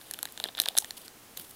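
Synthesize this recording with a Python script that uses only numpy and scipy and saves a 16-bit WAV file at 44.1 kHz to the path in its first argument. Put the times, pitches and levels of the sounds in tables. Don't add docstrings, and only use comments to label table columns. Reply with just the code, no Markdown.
import sys
import numpy as np
from scipy import signal
from scipy.fft import rfft, irfft
from scipy.io import wavfile

SR = 44100
rng = np.random.default_rng(int(sys.argv[2]) if len(sys.argv) > 2 else 0)


def bounce(signal):
    frames = np.transpose(np.atleast_2d(signal))
    limited = np.clip(frames, -1, 1)
    pcm = np.round(limited * 32767).astype(np.int16)
    wavfile.write(sys.argv[1], SR, pcm)


N = 68355


def amp(db):
    return 10 ** (np.asarray(db) / 20)


def rms_one(x):
    return x / np.sqrt(np.mean(x ** 2) + 1e-20)


def bandpass(low_high_hz, x):
    return signal.sosfilt(signal.butter(2, low_high_hz, "band", fs=SR, output="sos"), x)


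def add_at(out, s, x):
    out[int(s * SR):][:len(x)] += x


def burst(wave, rise, decay, t):
    x = wave * (1 - np.exp(-(t / rise) ** 2)) * np.exp(-t / decay)
    return x / np.sqrt(np.sum(x ** 2) / (.0015 * SR))


HISS_DB, HISS_TOP_HZ = -53.5, 15850
WHINE_DB, WHINE_HZ = -74, 15502
# frequency in Hz, level in dB relative to the other rows.
HISS_COLOUR = [(25, -10), (193, -4.5), (281, -2.5), (648, -8.5), (826, -7), (1200, -9.5), (1900, -11),
               (4380, -14), (15500, -16)]


def hiss():
    at_hz, db = np.transpose(HISS_COLOUR)
    hz = np.fft.rfftfreq(N, 1 / SR) + 1
    colour = amp(np.interp(np.log(hz), np.log(at_hz), db)) * (hz < HISS_TOP_HZ)
    noise = irfft(rfft(rng.standard_normal(N)) * colour, N)
    whine = np.sin(2 * np.pi * WHINE_HZ * np.arange(N) / SR)
    return amp(HISS_DB) * rms_one(noise) + amp(WHINE_DB) * whine


ROOM_DB, ROOM_T60_S = -23, .18
# delay in seconds, level in dB against the direct sound.
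NEAR_ECHOES = [(.0017, -16.5)]


def surroundings(x):
    t = np.arange(SR // 4) / SR
    tail = rng.standard_normal(len(t)) * amp(-60 * t / ROOM_T60_S) * (t > .004)
    response = amp(ROOM_DB) * tail / np.sqrt(SR * ROOM_T60_S / 14)
    response[0] = 1
    for s, db in NEAR_ECHOES:
        response[int(s * SR)] += amp(db)
    return signal.fftconvolve(x, response)[:N]


PUFF_RISE_SHARE = .6
# start in seconds, level in dB, pitch in Hz, decay in cycles.
SOFT_SWELLS = [(.2315, -38, 940, 0.6), (.4025, -37.5, 780, 0.99), (.4585, -36, 363, 0.63),
               (.4595, -32.5, 3270, 5.3), (.6, -37, 305, .6), (.705, -41, 763, 2.2),
               (.7702, -26, 3540, 3.5), (.822, -37.5, 850, 3.3), (1.371, -54, 490, 1.3),
               (1.391, -47, 363, 3.3), (1.392, -46, 188, 1.3)]


def puffs():
    t, out = np.arange(4096) / SR, np.zeros(N + SR)
    for s, db, hz, cycles in SOFT_SWELLS:
        decay = cycles / hz
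        wave = np.sin(2 * np.pi * hz * t)
        add_at(out, s, amp(db) * burst(wave, PUFF_RISE_SHARE * decay, decay, t))
    return out[:N]


FLURRY_PER_S = 4000
FLURRY_SPREAD = .24
FILM_BAND_HZ = (2900, 4900)
# start in seconds, length in seconds, bright level in dB, bright centre in Hz, film level in dB.
CRACKLE_FLURRIES = [(0.471, 0.0063, -52, 9000, -47), (0.613, 0.0034, -41, 10500, -61),
                    (.621, 0.021, -50, 11500, -52.5), (0.6564, 0.0039, -39, 8500, -32),
                    (.672, 0.011, -50, 10500, -43.5), (0.793, .022, -44.5, 7400, -60),
                    (.822, 0.004, -48, 7000, -44.5), (0.968, .015, -45.5, 10000, -48),
                    (1.014, 0.0099, -54, 11500, -58), (1.045, 0.023, -53, 10400, -56),
                    (1.37, 0.0086, -43.5, 6800, -47.5), (1.392, 0.013, -49, 12800, -49),
                    (1.407, 0.011, -47, 11800, -56), (1.417, 0.0075, -49, 12000, -57),
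                    (1.442, 0.011, -54, 11500, -56), (1.494, 0.0035, -49, 13000, -66),
                    (1.505, .01, -47.5, 11000, -57.5)]


def flurries():
    t, out = np.arange(2048) / SR, np.zeros(N + SR)
    for s, length, bright_db, centre_hz, film_db in CRACKLE_FLURRIES:
        clicks = rng.standard_normal(len(t)) * (rng.random(len(t)) < FLURRY_PER_S / SR)
        shape = np.sqrt(np.sin(np.pi * np.clip(t / length, 0, 1)) + 1e-12)
        bright_hz = centre_hz * np.exp([-FLURRY_SPREAD, FLURRY_SPREAD])
        for db, band_hz in ((bright_db, bright_hz), (film_db, FILM_BAND_HZ)):
            x = bandpass(band_hz, clicks * shape)
            add_at(out, s, amp(db) * x / np.sqrt(np.sum(x ** 2) / (length * SR) + 1e-12))
    return out[:N]


def drift(rate_hz):
    r = np.exp(-2 * np.pi * rate_hz / SR)
    wander = signal.lfilter([1], [1, -2 * r, r * r], rng.standard_normal(N + SR))
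    return rms_one(wander[SR:])


def ring(clicks, hz, t60):
    r, w = amp(-60 / (t60 * SR)), 2 * np.pi * hz / SR
    return signal.lfilter([0, np.sin(w)], [1, -2 * r * np.cos(w), r * r], clicks + 1e-18)


GRAINS_PER_S, GRAIN_SPREAD_DB = 5000, 2.8
GRAIN_CYCLES = 14.0


def grains(band_hz):
    sizes = amp(GRAIN_SPREAD_DB * np.minimum(rng.exponential(1, N), 5)) * rng.choice([-1, 1], N)
    clicks = sizes * (rng.random(N) < GRAINS_PER_S / SR)
    dealt = rng.integers(0, 12, N)
    out = np.zeros(N)
    for k, hz in enumerate(np.linspace(*band_hz, 12)):
        t60 = GRAIN_CYCLES / hz
        grain = ring(ring(clicks * (dealt == k), hz, t60), hz, t60 / 2)
        out += grain * np.sqrt(hz) / np.sin(2 * np.pi * hz / SR)
    return rms_one(out)


TREBLE_HZ, MIDDLE_HZ, BODY_HZ = (9000, 15000), (3000, 4900), (260, 850)
BODY_DB = -2.5
CLUMP_DB = 1.8
# time in seconds, treble level in dB, middle level in dB.
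RUSTLE_LEVELS = [(0, -57.5, -70), (.08, -58, -60.5), (.35, -60.5, -64.5), (.46, -58, -53.5),
                 (.55, -67, -68.5), (.62, -50.5, -55.5), (.68, -52, -54), (.74, -62.5, -62),
                 (.797, -42.5, -57.5), (.85, -54, -60), (.96, -62, -69), (.985, -53, -60.5),
                 (1.06, -58, -60), (1.07, -73, -78), (1.358, -63, -82), (1.374, -48, -53),
                 (1.41, -53, -61.5), (1.429, -53.5, -68), (1.55, -61.5, -73)]


def rustle():
    s, treble_db, middle_db = np.transpose(RUSTLE_LEVELS)
    t = np.arange(N) / SR
    clump_db = CLUMP_DB * drift(43.0)
    treble = amp(np.interp(t, s, treble_db) + clump_db)
    middle = amp(np.interp(t, s, middle_db) + clump_db)
    body = amp(BODY_DB) * rms_one(bandpass(BODY_HZ, rng.standard_normal(N)))
    return treble * grains(TREBLE_HZ) + middle * (grains(MIDDLE_HZ) + body)


FILM_RISE_S, FILM_DECAY_S = 0.00027, 0.00057
CRACKLE_RISE_S, CRACKLE_DECAY_S = 0.00044, 0.00045
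CRACKLE_WIDTH_HZ, CRACKLE_WIDE_DB = 2600, -5
MODE_SPREAD_DB, MODE_SPREAD = 3.5, .025
MODES_HZ = [5480, 6630, 7690, 8700, 10000, 10910, 11900, 12760, 13930, 14820]
# pitch in Hz, rise in seconds, decay in seconds, pitch spread between snaps as a natural log.
POUCH_AND_PANEL = [(797, 0.0004, 0.0013, 0.13), (1655, 0.00026, 0.0014, 0.12)]
# start in seconds, pouch level in dB, panel level in dB, film level in dB, film pitch in Hz,
# crackle level in dB, crackle centre in Hz.
CREASE_SNAPS = [(0.0134, -56, -51, -45.5, 3740, -49, 11100), (0.111, -45, -39.5, -37.5, 4230, -27.5, 8900),
                (0.1373, -50, -45, -37, 4020, -29.5, 9600), (0.1429, -48, -45.5, -35.5, 3100, -43, 9800),
                (0.1894, -48, -37.5, -36.5, 3420, -34.5, 11900),
                (0.2291, -44.5, -39, -30.5, 4050, -23, 10000),
                (0.2542, -37.5, -35, -30.5, 3900, -32, 10200), (0.273, -59, -43.5, -50, 3920, -54, 7500),
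                (0.2884, -61, -55, -47, 4000, -61, 8200), (0.3226, -65, -73, -69, 3770, -38.5, 11600),
                (0.376, -44, -40.5, -34, 3660, -37.5, 8000), (0.4002, -45, -37.5, -27.5, 3700, -34, 8150),
                (0.44, -34.5, -40, -20.5, 3870, -28.5, 10000), (0.4447, -42, -37, -36, 3830, -56, 9100),
                (0.4549, -36.5, -36, -61, 3390, -45, 9900), (0.4868, -44, -46, -33, 3640, -63, 7400),
                (0.4904, -41, -44, -44, 3760, -57, 8700), (0.5501, -46, -49, -34, 3670, -49, 6300),
                (0.5726, -44, -42, -38, 3550, -39, 10200), (0.5765, -48, -45, -42, 3820, -56, 9400),
                (0.5804, -41.5, -44, -27, 3670, -49, 9100), (0.5873, -66, -32.5, -32, 3840, -45, 9800),
                (0.5902, -41.5, -35.5, -31.5, 3630, -37, 10600), (0.5931, -69, -56, -52, 3970, -41, 10300),
                (0.6003, -34, -33.5, -14, 3920, -16, 9700), (0.6175, -42, -40, -34, 4020, -23.5, 11200),
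                (0.6372, -48, -43, -33, 3300, -41, 9800), (0.6586, -40, -33, -26.5, 3980, -32, 6600),
                (0.6632, -32.5, -39, -38, 3620, -56, 11400), (0.6809, -38, -38, -43, 4270, -52, 5800),
                (0.6859, -37.5, -42, -18, 3580, -23.5, 10000), (0.7521, -35, -43, -39.5, 3800, -67, 12000),
                (0.7682, -41, -49, -34, 4030, -28.5, 9800), (0.7727, -37, -30, -28.5, 3660, -41, 6900),
                (0.7767, -36, -44, -24.5, 4100, -15, 9200), (0.7802, -41, -33.5, -25.5, 3850, -28, 9100),
                (0.7849, -38, -34.5, -19.5, 3900, -10.5, 8840),
                (0.8452, -43.5, -36.5, -35, 3460, -35, 6300), (0.9075, -45, -40.5, -29, 4280, -34, 7600),
                (1.0805, -66, -47, -42, 4300, -40.5, 8000), (1.3734, -62, -46, -35.5, 4020, -31.5, 13000),
                (1.3968, -61, -49, -52, 3900, -35.5, 15400)]


def snaps():
    t, modes = np.arange(1024) / SR, np.array(MODES_HZ)
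    out = np.zeros(N + SR)
    for s, pouch_db, panel_db, film_db, film_hz, crackle_db, centre_hz in CREASE_SNAPS:
        x = amp(film_db) * burst(np.sin(2 * np.pi * film_hz * t), FILM_RISE_S, FILM_DECAY_S, t)
        for db, (hz, rise, decay, spread) in zip((pouch_db, panel_db), POUCH_AND_PANEL):
            snap_hz = hz * np.exp(spread * rng.standard_normal())
            x += amp(db) * burst(np.sin(2 * np.pi * snap_hz * t), rise, decay, t)
        strength, pitch, phase = rng.standard_normal((3, len(modes)))
        near_centre = np.exp(-((modes - centre_hz) / CRACKLE_WIDTH_HZ) ** 2)
        gain = (near_centre + amp(CRACKLE_WIDE_DB)) * amp(MODE_SPREAD_DB * strength)
        cycles = np.outer(modes * np.exp(MODE_SPREAD * pitch), t) + phase[:, None]
        crackle = gain @ np.sin(2 * np.pi * cycles)
        x += amp(crackle_db) * burst(crackle, CRACKLE_RISE_S, CRACKLE_DECAY_S, t)
        add_at(out, s, x)
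    return out[:N]


BASS_CUT_HZ = 58


def scene():
    bass_cut = signal.butter(2, BASS_CUT_HZ, "high", fs=SR, output="sos")
    sachet = signal.sosfilt(bass_cut, snaps() + puffs() + rustle() + flurries())
    return (surroundings(sachet) + hiss())[None]


TOP_HZ, CUTOFF_HZ = 15660, 16640


def record(dry):
    x = signal.sosfilt(signal.butter(N=10, Wn=TOP_HZ, fs=SR, output="sos"), dry)
    return signal.sosfilt(signal.ellip(10, .5, 45, CUTOFF_HZ, fs=SR, output="sos"), x)


dry = scene()
out = record(dry)
bounce(out)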